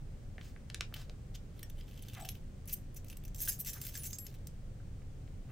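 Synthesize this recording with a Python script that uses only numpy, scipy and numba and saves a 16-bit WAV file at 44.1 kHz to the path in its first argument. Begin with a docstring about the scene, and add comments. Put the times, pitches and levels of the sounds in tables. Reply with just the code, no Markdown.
"""A bunch of keys is handled about an arm's length away in a ventilated room: shaped noise and a rough hum.
First the hands click and rub, muffled: filtered pulses, and noise bursts with stick-slip gain.
Then the keys clink, slide and tumble, in cupped hands and later hanging loose: each contact rings
decaying modes. Now and then a key sings as one sine until it is damped, the steel ring chimes or
the plastic fob clacks; a few faint clicks and a last rub close the scene."""
import sys
import numpy as np
from scipy import signal
from scipy.fft import rfft, irfft
from scipy.io import wavfile
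from scipy.ndimage import uniform_filter1d
from numba import njit

SR = 44100
rng = np.random.default_rng(int(sys.argv[2]) if len(sys.argv) > 2 else 0)


def store_wav(level_fs):
    """Save 16-bit WAV to argv[1]."""
    pcm = np.round(np.clip(np.atleast_2d(level_fs), -1, 1) * 32767)
    wavfile.write(sys.argv[1], SR, pcm.T.astype(np.int16))


N = 243178
TIME = np.arange(N) / SR
BLADE_EDGE_HZ, KNOCK_EDGE_HZ = 2670, 1200   # below these the blades and the knocks radiate little


def from_db(db):
    """Amplitude gain is ten to the power of a twentieth of the level in decibels."""
    return 10 ** (np.asarray(db) / 20)


def rms_one(x):
    """Normalise the mean power, so that the rms is 1."""
    return x / np.sqrt(np.mean(x ** 2) + 1e-20)


def at_hz(points, hz):
    """Interpolate a spectrum linearly on a logarithmic frequency axis."""
    point_hz, value = np.transpose(points)
    return np.interp(np.log(hz), np.log(point_hz), value)


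def band(x, low_hz, high_hz, order=2):
    """Causal Butterworth band-pass filtering."""
    edges_hz = [low_hz, min(high_hz, SR * .49)]
    return signal.sosfilt(signal.butter(order, edges_hz, "band", fs=SR, output="sos"), x)


def add(out, s, sound):
    """Superposition: mix a short sound in at time s."""
    start = int(s * SR)
    out[start:start + len(sound)] += sound[:N - start]


def even(x, size=64):
    """Spectral whitening: level out a noise burst's broad peaks and dips against pitch; energy 1."""
    spectrum = rfft(x)
    local_power = uniform_filter1d(np.abs(spectrum) ** 2, size)
    flat = irfft(spectrum / np.sqrt(local_power), len(x))
    return flat / np.linalg.norm(flat)


def ventilation(level_db=-46, hum_hz=98, hum_db=-58):
    """Broadband flow noise, coherent between the sides in the bass, with a fan's rough narrow-band hum."""
    # spectrum of the rumble and hiss: (frequency [Hz], relative band level [dB])
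    air_spectrum = [(18, 4), (40, -7), (70, -11), (110, -8), (160, -15.5), (320, -28.5), (480, -29.5),
                    (1050, -44), (1500, -43), (4500, -51.5), (7500, -50), (10500, -61.5), (16000, -58)]
    # likeness of left and right: (frequency [Hz], coherence [0-1])
    side_likeness = [(30, 0.96), (120, 0.97), (250, 0.84), (500, 0.37), (1000, 0.06), (3000, 0.27),
                     (12000, 0)]
    edges_hz = 18 * 2 ** np.arange(0, 10.1, .5)   # half octaves
    white = rng.standard_normal((2, 2, N + SR // 2))   # the rumble is already under way at the start
    noise = 0
    for k, (low_hz, high_hz) in enumerate(zip(edges_hz, edges_hz[1:])):
        mid, side = band(white[k % 2], low_hz, high_hz, order=3)[..., -N:]
        centre_hz = np.sqrt(low_hz * high_hz)
        alike = np.clip(at_hz(side_likeness, centre_hz), 0, 1)
        stereo = np.sqrt(1 + alike) * mid + np.sqrt(1 - alike) * side * [[1], [-1]]
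        noise = noise + from_db(at_hz(air_spectrum, centre_hz)) * stereo
    hum = rms_one(band(rng.standard_normal(N), hum_hz - 10, hum_hz + 20))
    return from_db(level_db) * rms_one(noise) + from_db(hum_db) * hum


def diffuse_burst(t, t60, start_s):
    """Diffuse reflections are decaying noise from a first arrival on, cut off at 0.3 s."""
    burst = rng.standard_normal(len(t)) * from_db(-60 * t / t60) * (t > start_s)
    return even(burst) * (t > start_s) * (t < .3)


def room(x, wet_db=-6.5, t60=0.15, early_db=-7.0, early_t60=0.03, echo_edge_hz=5500):
    """Early reflections off table and bodies reach both sides alike; the walls add a short, wide tail."""
    t = TIME[:SR // 2]
    early = diffuse_burst(t, early_t60, start_s=.002)
    mid, side = diffuse_burst(t, t60, start_s=.008), diffuse_burst(t, t60, start_s=.008)
    walls = (mid + side * [[1], [-1]]) / np.sqrt(2)
    echoes = from_db(early_db) * early + from_db(wet_db) * walls
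    echoes = signal.lfilter(*signal.butter(1, echo_edge_hz, fs=SR), echoes)   # all echoes are duller
    return x + signal.fftconvolve(x, echoes, axes=1)[:, :N]


def stick_slip(catches_per_s, uneven_db):
    """Stick-slip friction: a gain that jumps at random each time the surfaces catch anew; rms 1."""
    catch = np.cumsum(rng.random(N) < catches_per_s / SR)
    grip_db = uneven_db * np.clip(rng.standard_normal(N), -2, 2)
    return rms_one(from_db(grip_db)[catch])


def rubbing(catches_per_s=900, grain_db=2.5, air_hz=11200):
    """Skin friction catches and slips in each swell; the brighter the rub, the more airy hiss on top."""
    # fingers rub over the bunch and its plastic bag: (middle [s], half length [s],
    # lower edge [Hz], upper edge [Hz], level [dB])
    rub_swells = [(0.465, 0.0336, 900, 8050, -62), (0.966, 0.0041, 550, 4770, -50),
                  (0.994, 0.0303, 845, 6360, -58), (1.099, 0.0069, 474, 671, -58.5),
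                  (2.182, 0.018, 905, 2480, -55.5), (2.224, 0.033, 670, 816, -56),
                  (3.772, 0.0157, 990, 2100, -60), (5.502, 0.013, 480, 1860, -65)]
    out = np.zeros(N)
    for s, half_s, low_hz, high_hz, level_db in rub_swells:
        force = stick_slip(catches_per_s, grain_db) * rng.standard_normal(N)
        friction = rms_one(band(force, low_hz, high_hz))
        air = high_hz / air_hz * rms_one(band(force, air_hz, SR / 2))
        swell = np.exp(-.5 * ((TIME - s) / half_s) ** 2)
        out += from_db(level_db) * swell * (friction + air)
    return out


def snaps(body_db=-6.0, scrape_db=-6.0):
    """Impulsive slip and landing of metal inside the hands: scrape, pulse, damped chatter and a little body."""
    # muffled clicks: (time [s], peak level [dB], upper edge [Hz])
    muffled_clicks = [(0.381, -38.5, 2220), (0.412, -40, 3530), (0.562, -45, 2400), (0.700, -31.5, 5700),
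                      (0.745, -21.5, 7440), (0.808, -17.5, 5100), (0.924, -44.5, 1800), (1.096, -38, 5000),
                      (4.80, -56, 1580), (5.019, -55.5, 2500), (5.277, -52.5, 3800)]
    out, t = np.zeros(N), TIME[:SR // 20]
    for s, peak_db, top_hz in muffled_clicks:
        scrape = even(from_db(-60 * t / .014) * rng.standard_normal(len(t)), size=16)
        force = from_db(scrape_db) * scrape * (t < .03)
        force[SR // 1000] = 1   # it lands a millisecond after letting go
        click = band(force, 1300, top_hz) + from_db(body_db) * band(force, 430, 880)
        add(out, s, from_db(peak_db) * click / np.abs(click).max())
    return out


@njit
def ring_out(height, at, turn, keep, lean, length):
    """Free vibration: decaying sines, one per entry, each leaning left or right."""
    out = np.zeros((2, length))
    for i in range(len(at)):
        z, step = height[i] + 0j, keep[i] * np.exp(1j * turn[i])
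        left, right = lean[i], 1 / lean[i]
        for n in range(at[i], min(at[i] + int(5 / (1 - keep[i])), length)):
            out[0, n] += z.imag * left
            out[1, n] += z.imag * right
            z *= step
    return out


def strike(at, sizes, hz, t60, uneven_db=6.0, spread_db=3.0):
    """Modal excitation: a contact shares its energy (size squared) unevenly among its own row of modes."""
    shares = from_db(uneven_db * rng.standard_normal(hz.shape)) * rng.choice([-1, 1], hz.shape)
    shares /= np.linalg.norm(shares, axis=1, keepdims=True)
    keep = from_db(-60 / (t60 * SR * rng.uniform(.6, 1.4, hz.shape)))   # gain per sample
    height = sizes[:, None] * shares * np.sqrt(2 * (1 - keep ** 2))
    lean = from_db(spread_db * rng.standard_normal(hz.size))   # each mode beams its own way
    mode_at = np.repeat(at, hz.shape[1])
    turn = 2 * np.pi * hz.ravel() / SR   # radians per sample
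    return ring_out(height.ravel(), mode_at, turn, keep.ravel(), lean, N)


def fob(level_db=25.5, t60=0.02556):
    """Damped shell modes: the hollow plastic fob gives a short, pitched clack when knocked."""
    # (time [s], relative level [dB])
    fob_hits = [(3.476, -44), (3.953, -50.5)]
    # modes of the shell: (frequency [Hz])
    shell_modes = [1590, 1650, 1840]
    s, hit_db = np.transpose(fob_hits)
    hz = np.tile(shell_modes, (len(s), 1))
    clack = strike((s * SR).astype(int), from_db(hit_db + level_db), hz, t60, spread_db=.8)
    return band(clack, KNOCK_EDGE_HZ, SR / 2)


def key_ring(t60=.048):
    """Modal ringing: a key strikes the steel ring, which chimes briefly, lower than the blades."""
    # (time [s], level [dB])
    ring_hits = [(1.63, -47), (3.484, -43)]
    # modes of the ring: (frequency [Hz], relative level [dB])
    steel_modes = [(1834, -6), (3260, -15.5), (5640, 0)]
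    out, t = np.zeros(N), TIME[:SR // 2]
    chime = sum(from_db(db - 60 * t / t60) * np.sin(2 * np.pi * hz * t) for hz, db in steel_modes)
    for s, level_db in ring_hits:
        add(out, s, from_db(level_db) * chime)
    return out


def free_keys(free_t60=.82, finger_t60=.03):
    """Light damping lets one mode of a hanging key ring on until a finger or another key damps it."""
    # a key swings free and sings: (time [s], key [name], level [dB], time until it is stopped [s])
    singing_keys = [(2.208, "stubby", -53, .018), (2.289, "small", -52, .03), (2.731, "thin", -41, .01),
                    (3.101, "middle", -61, .03), (3.484, "broad", -41, .012), (3.982, "middle", -47, .055),
                    (4.186, "small", -49, .085), (4.186, "long", -63, .08)]
    # clearest note of each key that can hang free: key [name] to frequency [Hz]
    clear_notes = {"long": 7596, "stubby": 8020, "middle": 10420, "broad": 11057, "small": 11750, "thin":
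                   12440}
    out, t = np.zeros(N), TIME[:SR // 2]
    for s, key, level_db, free_s in singing_keys:
        fall_db = -60 * (t / free_t60 + np.maximum(t - free_s, 0) / finger_t60)
        add(out, s, from_db(level_db + fall_db) * np.sin(2 * np.pi * clear_notes[key] * t))
    return out


def scatter(levels, per_s, size_db):
    """Poisson-like small contacts under three envelopes: samples, then treble, low-mode and dull sizes."""
    chance = np.broadcast_to(per_s / SR, N)
    at = np.flatnonzero((rng.random(N) < chance) & (levels[0] > from_db(-100)))
    vigour_db = size_db * np.minimum(rng.exponential(1, len(at)), 4)
    size = rms_one(from_db(vigour_db)) / np.sqrt(chance[at])   # the power follows the envelopes
    return at, *(size * levels[:, at])


def sliding(low_modes_db=-2.0, attack_s=0.00612, release_db_per_s=291.5):
    """Stick-slip between blades as the fingers push: each stroke starts at once, evolves and dies away."""
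    # (start [s], length [s], final treble level [relative dB], final dull scrape level [relative dB],
    # swell over the stroke [dB])
    finger_strokes = [(1.54, 0.075, -74, -69.5, 3.5), (1.753, 0.3706, -69.5, -63, 8),
                      (2.13, 0.199, -65, -65, -6), (2.651, 0.062, -52, -59, 17),
                      (3.057, 0.057, -69, -68, -1), (3.347, 0.096, -48, -60, 13.5),
                      (3.503, 0.0222, -52, -62.5, 2), (3.641, 0.135, -54.5, -62, -4.5),
                      (3.817, 0.19215, -57, -62, -2.5), (4.033, 0.0364, -50, -62.5, 0.5),
                      (4.084, 0.0686, -62, -71.5, 7), (4.248, 0.0967, -71, -69.5, -2)]
    treble, dull = np.zeros(N), np.zeros(N)
    for s, length, high_db, low_db, swell_db in finger_strokes:
        t = TIME - s
        swelling_db = swell_db * (np.clip(t / length, 0, 1) - 1)
        settling_db = -release_db_per_s * np.maximum(t - length, 0)   # the fingers stop
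        effort = np.clip(t / attack_s, 0, 1) * from_db(swelling_db + settling_db)
        treble += effort * from_db(high_db)
        dull += effort * from_db(low_db)
    # a harder push gives more contacts a second: gentle, then brisk
    per_s = np.interp(treble, from_db([-64.5, -48]), [320, 1200])
    jerks = stick_slip(catches_per_s=130, uneven_db=3.5)
    levels = jerks * np.array([treble, from_db(low_modes_db) * treble, dull])
    return scatter(levels, per_s, size_db=2.1)


def tumbling():
    """Dense superposed impacts: a tumble of several keys is a short swell of very many contacts."""
    # (middle [s], half length [s], then relative levels of treble [dB], blades' low modes [dB],
    # dull knock [dB])
    key_tumbles = [(1.353, 0.0063, -61, -57, -53), (2.735, 0.0057, -35.5, -49.5, -59),
                   (2.97, 0.0063, -52, -55, -63), (3.421, 0.00694, -35, -54, -54.5),
                   (3.49, 0.008, -31, -38.5, -50.5), (3.604, 0.008, -38.5, -54, -61),
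                   (4.067, 0.0066, -46.5, -48.5, -59)]
    levels = 0
    for s, half_s, *levels_db in key_tumbles:
        swell = np.exp(-.5 * ((TIME - s) / half_s) ** 2)
        levels = levels + from_db(levels_db)[:, None] * swell
    return scatter(levels, per_s=3600, size_db=2.2)


def clinking(level_db=25, bounce_db=-5.0, bounce_s=.0016, graze_db=-16, count=4):
    """Inelastic impact: a light graze, the contact and weaker rebounds; returns as scatter does."""
    # the clearest blows of key against key: (time [s], then relative levels of treble [dB],
    # blades' low modes [dB], dull knock [dB])
    key_blows = [(0.941, -52, -61, -48), (1.593, -61, -77, -60.5), (1.630, -51, -57, -53.5),
                 (1.699, -58.5, -63, -61), (1.8095, -73, -69.5, -57.5), (1.976, -70, -65.5, -62.5),
                 (2.0233, -56.5, -62.5, -68), (2.0845, -60, -61, -54.5), (2.149, -70, -60, -56.5),
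                 (2.2486, -68.5, -63, -50), (2.289, -45.5, -47.5, -46.5), (2.352, -66, -79, -59),
                 (2.6763, -51.5, -74.5, -66), (2.699, -57, -76, -53.5), (2.9452, -61, -72, -75),
                 (3.0455, -63, -70, -66), (3.084, -61, -61, -75), (3.1, -57.5, -58, -59),
                 (3.128, -63, -70, -57), (3.1703, -55.5, -59.5, -66), (3.238, -63, -69, -63),
                 (3.251, -56.5, -62.5, -63), (3.28, -64.5, -62, -66.5), (3.3466, -56.0, -56.5, -61.5),
                 (3.404, -44, -51, -63), (3.452, -47, -56.5, -60), (3.4756, -52.5, -59, -49),
                 (3.53, -49.5, -58, -71), (3.733, -46, -55.5, -64), (3.815, -45.5, -51.5, -55),
                 (3.852, -49, -62, -58), (3.867, -47.5, -58, -53.5), (3.953, -56, -49, -52),
                 (3.975, -47, -55, -62), (4.034, -49, -51, -60.5), (4.107, -55.5, -58, -63),
                 (4.131, -55, -47, -58.5), (4.186, -49.5, -47.5, -64), (4.267, -54.5, -52, -64.5),
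                 (4.471, -56, -54, -67)]
    s, *levels_db = np.transpose(key_blows)[:, :, None]
    delays = np.cumsum(bounce_s * (.5 + rng.random((len(s), count + 1))), axis=1)
    at = ((s + delays - delays[:, 1:2]) * SR).astype(int)   # the graze comes before time s
    run_db = np.r_[graze_db, bounce_db * np.arange(count)]
    return at.ravel(), *(from_db(db + level_db + run_db).ravel() for db in levels_db)


def pick_modes(colour, contacts, count):
    """Changing grip and contact point excite other modes each time, most where the colour is strong."""
    hz = np.linspace(colour[0][0], colour[-1][0], 400)
    share = np.cumsum(from_db(at_hz(colour, hz)) ** 2)
    draw = (np.arange(count) + rng.random((contacts, count))) / count
    return np.interp(draw, share / share[-1], hz)


def metal(at, sizes, colour, modes_hz, count, tick_db=-4.5, jingle_db=-3.5, blade_db=-6):
    """Modal sum of a hard tick, brief partials of the key pair and blade modes; loose keys ring longer."""
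    jingle_t60, blade_t60, loose_stretch = .015, .042, 2.1   # nominal rings of held keys [s], loose factor
    loose = (at > 3.35 * SR) & (at < 4.15 * SR)   # the bunch hangs from the open hand
    stretch = np.where(loose, loose_stretch, 1)[:, None]
    pair = (at / (.006 * SR)).astype(int)   # contacts within one 6 ms slot are between the same two keys
    pairs = N // 100
    tick = strike(at, sizes, pick_modes(colour, len(at), count=8), t60=.004)
    jingle = strike(at, sizes, pick_modes(colour, pairs, count)[pair], jingle_t60 * stretch)
    detuning = 1 + .0006 * rng.standard_normal((pairs, 2))   # by the grip
    gripped_hz = rng.choice(modes_hz, (pairs, 2)) * detuning
    blade = strike(at, sizes * np.sqrt(stretch[:, 0]), gripped_hz[pair], blade_t60 * stretch)
    return from_db(tick_db) * tick + from_db(jingle_db) * jingle + from_db(blade_db) * blade


def keys(low_modes_db=-1.0, cupped_db=-5.0, hand_db=-4.5):
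    """Contacts ring the metal and knock, coloured by the cupped hand's cavity; small parts radiate no bass."""
    # colours of the treble, the low modes and the dull knocks: (frequency [Hz], relative level [dB])
    treble_colour = [(8500, -9), (10300, -4), (12400, -2), (13800, 0), (15000, -1), (15800, -4.5)]
    low_colour = [(4650, -11.5), (5200, -8), (6000, 0.5), (7100, -8), (8800, -4)]
    dull_colour = [(1200, -15), (1700, -0.5), (3200, 1), (4800, 0), (7000, -13)]
    # ringing modes of the key blades: (frequency [Hz])
    high_modes = [10420, 11057, 12392, 12440, 13259, 13668, 14384, 14583, 14955, 15202]
    low_modes = [5674, 6331, 6520, 7445, 7601, 7768]
    # mean resonance of the hand cupped round the keys: (time [s], frequency [Hz])
    hand_resonance = [(.94, 3048), (1.35, 3483), (1.75, 2960), (2.3, 3260), (2.7, 2650), (3.3, 2657)]
    at, treble, low, dull = map(np.concatenate, zip(clinking(), sliding(), tumbling()))
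    high_ring = metal(at, treble, treble_colour, high_modes, count=4)
    low_ring = metal(at, low, low_colour, low_modes, count=2)
    ringing = high_ring + from_db(low_modes_db) * low_ring
    cupped = at < hand_resonance[-1][0] * SR   # an open hand has no cavity
    knock_hz = pick_modes(dull_colour, len(at), count=10)
    knock = strike(at, dull * from_db(cupped_db * cupped), knock_hz, t60=.009, spread_db=.3)
    mean_hz = np.interp(at / SR, *np.transpose(hand_resonance))[:, None]
    cavity_hz = mean_hz * np.exp(.1 * rng.standard_normal((len(at), 3)))
    hand = strike(at, dull * cupped, cavity_hz, t60=.016, spread_db=.8)
    knocking = knock + from_db(hand_db) * hand
    return band(ringing, BLADE_EDGE_HZ, SR / 2) + band(knocking, KNOCK_EDGE_HZ, SR / 2)


def scene(left_db=0.23):
    """Superposition of sources and room; a slight level difference sets the hands almost straight ahead."""
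    bunch = rubbing() + snaps() + fob() + key_ring() + free_keys() + keys()
    return ventilation() + room(bunch * from_db([[left_db], [-left_db]]))


def record(dry):
    """Elliptic low-pass filtering cuts the top steeply."""
    return signal.sosfilt(signal.ellip(10, .2, 70, 15850, fs=SR, output="sos"), dry)   # edge in Hz


dry = scene()
out = record(dry)
store_wav(out)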